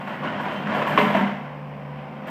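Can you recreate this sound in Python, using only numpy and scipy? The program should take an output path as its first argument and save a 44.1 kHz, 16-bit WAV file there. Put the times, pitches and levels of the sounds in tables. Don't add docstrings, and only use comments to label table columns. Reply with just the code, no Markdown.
import sys
import numpy as np
from scipy import signal
from scipy.fft import rfft, irfft, next_fast_len
from scipy.io import wavfile
from scipy.ndimage import uniform_filter1d, minimum_filter1d, map_coordinates

SR = 44100
rng = np.random.default_rng(int(sys.argv[2]) if len(sys.argv) > 2 else 0)


def digitize_waveform(pressure):
    field = np.atleast_2d(pressure).T
    bounded = np.clip(field, -1, 1)
    quanta = np.round(bounded * 32767).astype(np.int16)
    wavfile.write(sys.argv[1], SR, quanta)


N = 101429

# time_s, level_db
CRUSH_LEVEL = [(0, -37), (.05, -41), (.08, -33), (.19, -38), (.26, -30), (.35, -35.5), (.46, -31),
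               (.65, -35), (.76, -25.5), (.81, -30), (.9, -27.5), (.96, -28), (1.02, -23), (1.13, -27.5),
               (1.18, -25.5), (1.29, -35), (1.38, -52), (2.25, -46.5), (2.28, -34)]
# pitch_hz, relative_db
BOARD_SPECTRUM = [(60, -49), (200, -18), (300, -5), (370, -6.5), (470, -6.5), (590, 1), (820, -8),
                  (950, -0.5), (1100, -4), (1270, -8.5), (1750, -7), (2400, -12.5), (3050, -16.5),
                  (3900, -28), (6400, -43.5), (10000, -52), (15000, -66)]


def amp(db):
    return 10 ** (np.asarray(db) / 20)


def unit(x):
    return x / np.sqrt(np.mean(x ** 2) + 1e-20)


def at_pitch(points, hz):
    pitches, values = np.transpose(points)
    return np.interp(np.log(hz + 1), np.log(pitches + 1), values)


def curve(points):
    return np.interp(np.arange(N) / SR, *np.transpose(points))


def wobble(rate):
    return map_coordinates(rng.standard_normal(int(N * rate / SR) + 4), [np.arange(N) * rate / SR])


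def filtered(x, response):
    size = next_fast_len(len(x) + SR // 2)
    return irfft(rfft(x, size) * response(np.fft.rfftfreq(size, 1 / SR)), size)[:len(x)]


def coloured(x, spectrum):
    return unit(filtered(x, lambda hz: amp(at_pitch(spectrum, hz))))


def add(track, start_s, sound):
    part = track[max(0, round(start_s * SR)):][:len(sound)]
    part += sound[:len(part)]


def air():
    # pitch_hz, relative_db
    murmur = [(15, -4), (45, 0), (100, 10), (400, -32), (2000, -80)]
    return amp(-78) * coloured(rng.standard_normal(N), murmur)


def tree_echo(x):
    # pitch_hz, fade_s
    fade_times = [(150, 0.67), (1000, 0.93), (3000, 0.85), (6000, 1), (12000, 0.32)]
    hz, t, noise = signal.stft(rng.standard_normal(SR), SR, nperseg=256)
    fade = amp(-60 * t / at_pitch(fade_times, hz)[:, None])
    tail = signal.istft(noise * fade, SR, nperseg=256)[1]
    return signal.fftconvolve(x, tail / np.linalg.norm(tail))[:N]


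def engine():
    # time_s, firing_rate_hz
    speed = [(0, 74.5), (.4, 74.7), (.9, 73.7), (1.3, 71.82), (1.55, 73.34), (1.95, 72.1), (2.15, 73),
             (2.3, 74.3)]
    # time_s, level_db
    hum_level = [(0, -44), (.3, -41), (1.0, -37), (1.4, -37.5), (1.95, -34.5), (2.12, -38), (2.3, -44.5)]
    # multiple_of_firing_rate, relative_db
    hum_tones = [(1, -23), (2, -3), (2.75, -12), (3, -31), (3.75, -20.5), (5, -28), (8, -20.5)]
    # multiple_of_blade_rate, level_db
    fan_tones = [(1, -51.5), (2, -48.5), (3, -53), (4, -54.5)]
    # pitch_hz, relative_db
    roar_at_mic = [(25, -50), (50, -45), (95, -25), (125, -12.5), (170, -4), (225, -0.5), (275, -15.5),
                   (310, -12), (480, -10.5), (560, -6.5), (720, -8), (1130, -11.5), (1300, -22.5),
                   (2300, -19), (2900, -26), (3900, -44.5), (5200, -41.5), (6500, -55), (8800, -51),
                   (10000, -63), (12000, -55.5), (15000, -49.5)]
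    blades_per_firing, knock_depth = 3.548, 0.18
    firing_hz = curve(speed) * (1 + 0.0018 * wobble(13.38))
    phase = 2 * np.pi * np.cumsum(firing_hz) / SR

    def tone(multiple, waver_db):
        wave = np.sqrt(2) * np.sin(multiple * phase + 2 * np.pi * rng.random())
        return wave * amp(waver_db * wobble(11.7))

    exhaust = amp(curve(hum_level)) * sum(amp(db) * tone(k, waver_db=1.6) for k, db in hum_tones)
    fan = sum(amp(db) * tone(k * blades_per_firing, waver_db=0.5) for k, db in fan_tones)
    pulsing_noise = rng.standard_normal(N) * (1 + knock_depth * np.cos(phase))
    return exhaust + fan + amp(-40.5) * coloured(pulsing_noise, roar_at_mic)


def nail_squeak():
    start_s, length_s, pitch_hz = 0.527, 0.097, 3070
    progress = np.clip((np.arange(N) / SR - start_s) / length_s, 0, 1)
    phase = 2 * np.pi * np.cumsum(pitch_hz * (1 + 0.0066 * wobble(220))) / SR
    squeal = np.sin(phase) + amp(-25) * np.sin(2 * phase)
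    return amp(-41.5) * np.sin(np.pi * progress) * squeal


def splinters():
    # start_s, level_db, fade_s
    showers = [(0, -65.5, 1.6), (.072, -62.5, 0.81), (.233, -66, 1.0), (.405, -60, 1.2),
               (.525, -60.5, 0.73), (.67, -67, .8), (.74, -56, 1.2), (0.869, -50, 1.1), (.977, -46.5, 0.77),
               (1.148, -52, 0.53), (2.267, -56.5, 1.0)]
    # pitch_hz, relative_db
    hiss_at_mic = [(1000, -46), (3000, -20), (5000, -3.5), (8800, 1.5), (9800, -18), (11400, 2), (13000, 1),
                   (15000, 1.5)]
    rise_s = 0.0027
    power, t = np.zeros(N), np.arange(SR) / SR
    for start_s, db, fade_s in showers:
        add(power, start_s, (amp(db - 60 * t / fade_s) * (1 - np.exp(-t / rise_s))) ** 2)
    hiss = coloured(rng.standard_normal(N), hiss_at_mic)
    return hiss * np.sqrt(power) * amp(0.77 * wobble(109))


def clacks():
    per_second, low_hz, high_hz, fade_cycles = 110, 697.6, 3183, 88
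    out, t = np.zeros(N), np.arange(SR // 5) / SR
    for when, pitch, size in rng.random((round(per_second * N / SR), 3)):
        hz = low_hz * (high_hz / low_hz) ** pitch
        start_s = when * N / SR
        crush_db = np.interp(start_s, *np.transpose(CRUSH_LEVEL))
        strength = (1 + size) * np.sqrt(low_hz / hz) * amp(crush_db + 0.5)
        rise_and_fade = (1 - np.exp(-t * hz / 2)) * amp(-60 * t * hz / fade_cycles)
        add(out, start_s, strength * rise_and_fade * np.sin(2 * np.pi * hz * t))
    return out


def tiny_breaks(per_second, spread_db):
    clicks = (rng.random(N) < per_second / SR) * np.sign(rng.standard_normal(N))
    return clicks * amp(spread_db * rng.uniform(-0.77, 1, N))


def crushing():
    # pitch_hz, relative_db
    heap_spectrum = [(25, -58), (55, -27), (95, -13.5), (140, 1), (210, 8.5), (270, 2), (350, -12),
                     (600, -35), (2000, -92)]
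    # time_s, level_db
    rumble_level = [(0, -40.5), (.1, -39), (.19, -38), (.27, -32), (.55, -39.5), (.7, -27), (.85, -37.5),
                    (.95, -26), (1.06, -29), (1.13, -32.5), (1.26, -36.5), (1.42, -57), (2.05, -57.5),
                    (2.25, -39)]
    boards = coloured(tiny_breaks(per_second=2500, spread_db=5), BOARD_SPECTRUM)
    boards *= amp(curve(CRUSH_LEVEL) + 0.8 * wobble(69.8))
    heap = coloured(tiny_breaks(per_second=2500, spread_db=3), heap_spectrum)
    return boards + heap * amp(curve(rumble_level))


def thuds():
    # start_s, level_db, pitch_hz, fade_s
    short_tones = [(.976, -24, 48, 0.07), (.976, -0.5, 1090, 0.032), (.9845, -2.5, 608, 0.025),
                   (1.148, -12, 208, 0.085), (1.15, -3.5, 654, 0.029), (1.209, -12, 198, 0.093)]
    rise_cycles = 1.56
    out, t = np.zeros(N), np.arange(SR // 4) / SR
    for start_s, db, hz, fade_s in short_tones:
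        loudness = amp(db - 60 * t / fade_s) * (1 - np.exp(-t * hz / rise_cycles))
        add(out, start_s, loudness * np.sin(2 * np.pi * hz * t))
    return out


def ring(tones, rise_s):
    t = np.arange(SR) / SR
    sound = sum(amp(db + rng.standard_normal() - 60 * t / fade_s) * np.sin(2 * np.pi * hz * t)
                for hz, db, fade_s in tones)
    return sound * (1 - np.exp(-t / rise_s))


def falling_timber():
    # start_s, beam_db, panel_db
    landings = [(0.977, -16.5, -30), (1.043, -42, -27.5), (1.148, -39, -31.5), (1.209, -44, -27)]
    # pitch_hz, relative_db, fade_s
    beam_tones = [(423.2, -4.5, 0.59), (598, -2.5, 0.4), (692.6, -14, 0.44), (1026, -5, 0.21),
                  (1070, -6, 0.24), (1144, -10, 0.15), (1734, -6.5, 0.22), (2080, -4.5, 0.27),
                  (2733, -12, .3)]
    # pitch_hz, relative_db, fade_s
    panel_tones = [(174.4, -20, 0.17), (200.2, 3, 0.81), (234.3, 5, 0.57)]
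    out = np.zeros(N)
    for start_s, beam_db, panel_db in landings:
        beam = amp(beam_db) * ring(beam_tones, rise_s=0.0022)
        panel = amp(panel_db) * ring(panel_tones, rise_s=0.0061)
        add(out, start_s, beam + panel)
    return out


def cracks():
    # start_s, level_db, pitch_hz, fade_s
    breaks = [(.011, -31, 860, 0.093), (.072, -37, 1500, .1), (.233, -31, 1210, 0.28),
              (.4, -21.5, 960, 0.056), (.451, -26.5, 920, 0.16), (.671, -22.5, 1497, .05),
              (.719, -22.5, 650, 0.093), (.748, -20, 950, 0.097), (.818, -16.5, 1080, 0.037),
              (.821, -23.5, 3080, 0.082), (.87, -23.5, 1010, 0.18), (.935, -21, 910, 0.025),
              (.975, -10.5, 2840, .07), (0.984, -14.5, 3174, 0.067), (.997, -18.5, 697, 0.13),
              (1.012, -18, 930, 0.041), (1.148, -22.5, 2000, 0.13), (1.17, -21, 1000, 0.066),
              (1.272, -30, 1800, 0.11), (1.315, -33, 1900, 0.068), (1.45, -42, 1700, 0.39),
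              (1.528, -41, 700, .08), (1.986, -44, 2920, 0.29)]
    boost_db, width_octaves, rise_s = 8, 0.46, 0.0008
    out, t = np.zeros(N), np.arange(SR // 4) / SR
    for start_s, db, pitch_hz, fade_s in breaks:
        nearness = lambda hz: np.exp(-(np.log2((hz + 1) / pitch_hz) / width_octaves) ** 2)
        colour = lambda hz: amp(at_pitch(BOARD_SPECTRUM, hz) + boost_db * nearness(hz))
        burst = unit(filtered(rng.standard_normal(len(t)), colour))
        loudness = amp(db + 0.5 - 60 * t / fade_s) * (1 - np.exp(-t / rise_s))
        add(out, start_s, burst * loudness)
    return out


def scene():
    crunch = crushing() + clacks()
    hits = cracks() + falling_timber() + thuds()
    echo = tree_echo(amp(-5.5) * crunch + amp(-10) * hits)
    return (engine() + crunch + splinters() + hits + nail_squeak() + echo + air())[None]


def record(dry):
    ceiling, top_hz = 0.72, 15400
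    needed_gain = np.minimum(1, ceiling / (np.abs(dry[0]) + 1e-9))
    smooth_gain = uniform_filter1d(minimum_filter1d(needed_gain, size=90), size=60)
    return filtered(dry[0] * smooth_gain, lambda hz: hz < top_hz)[None]


dry = scene()
out = record(dry)
digitize_waveform(out)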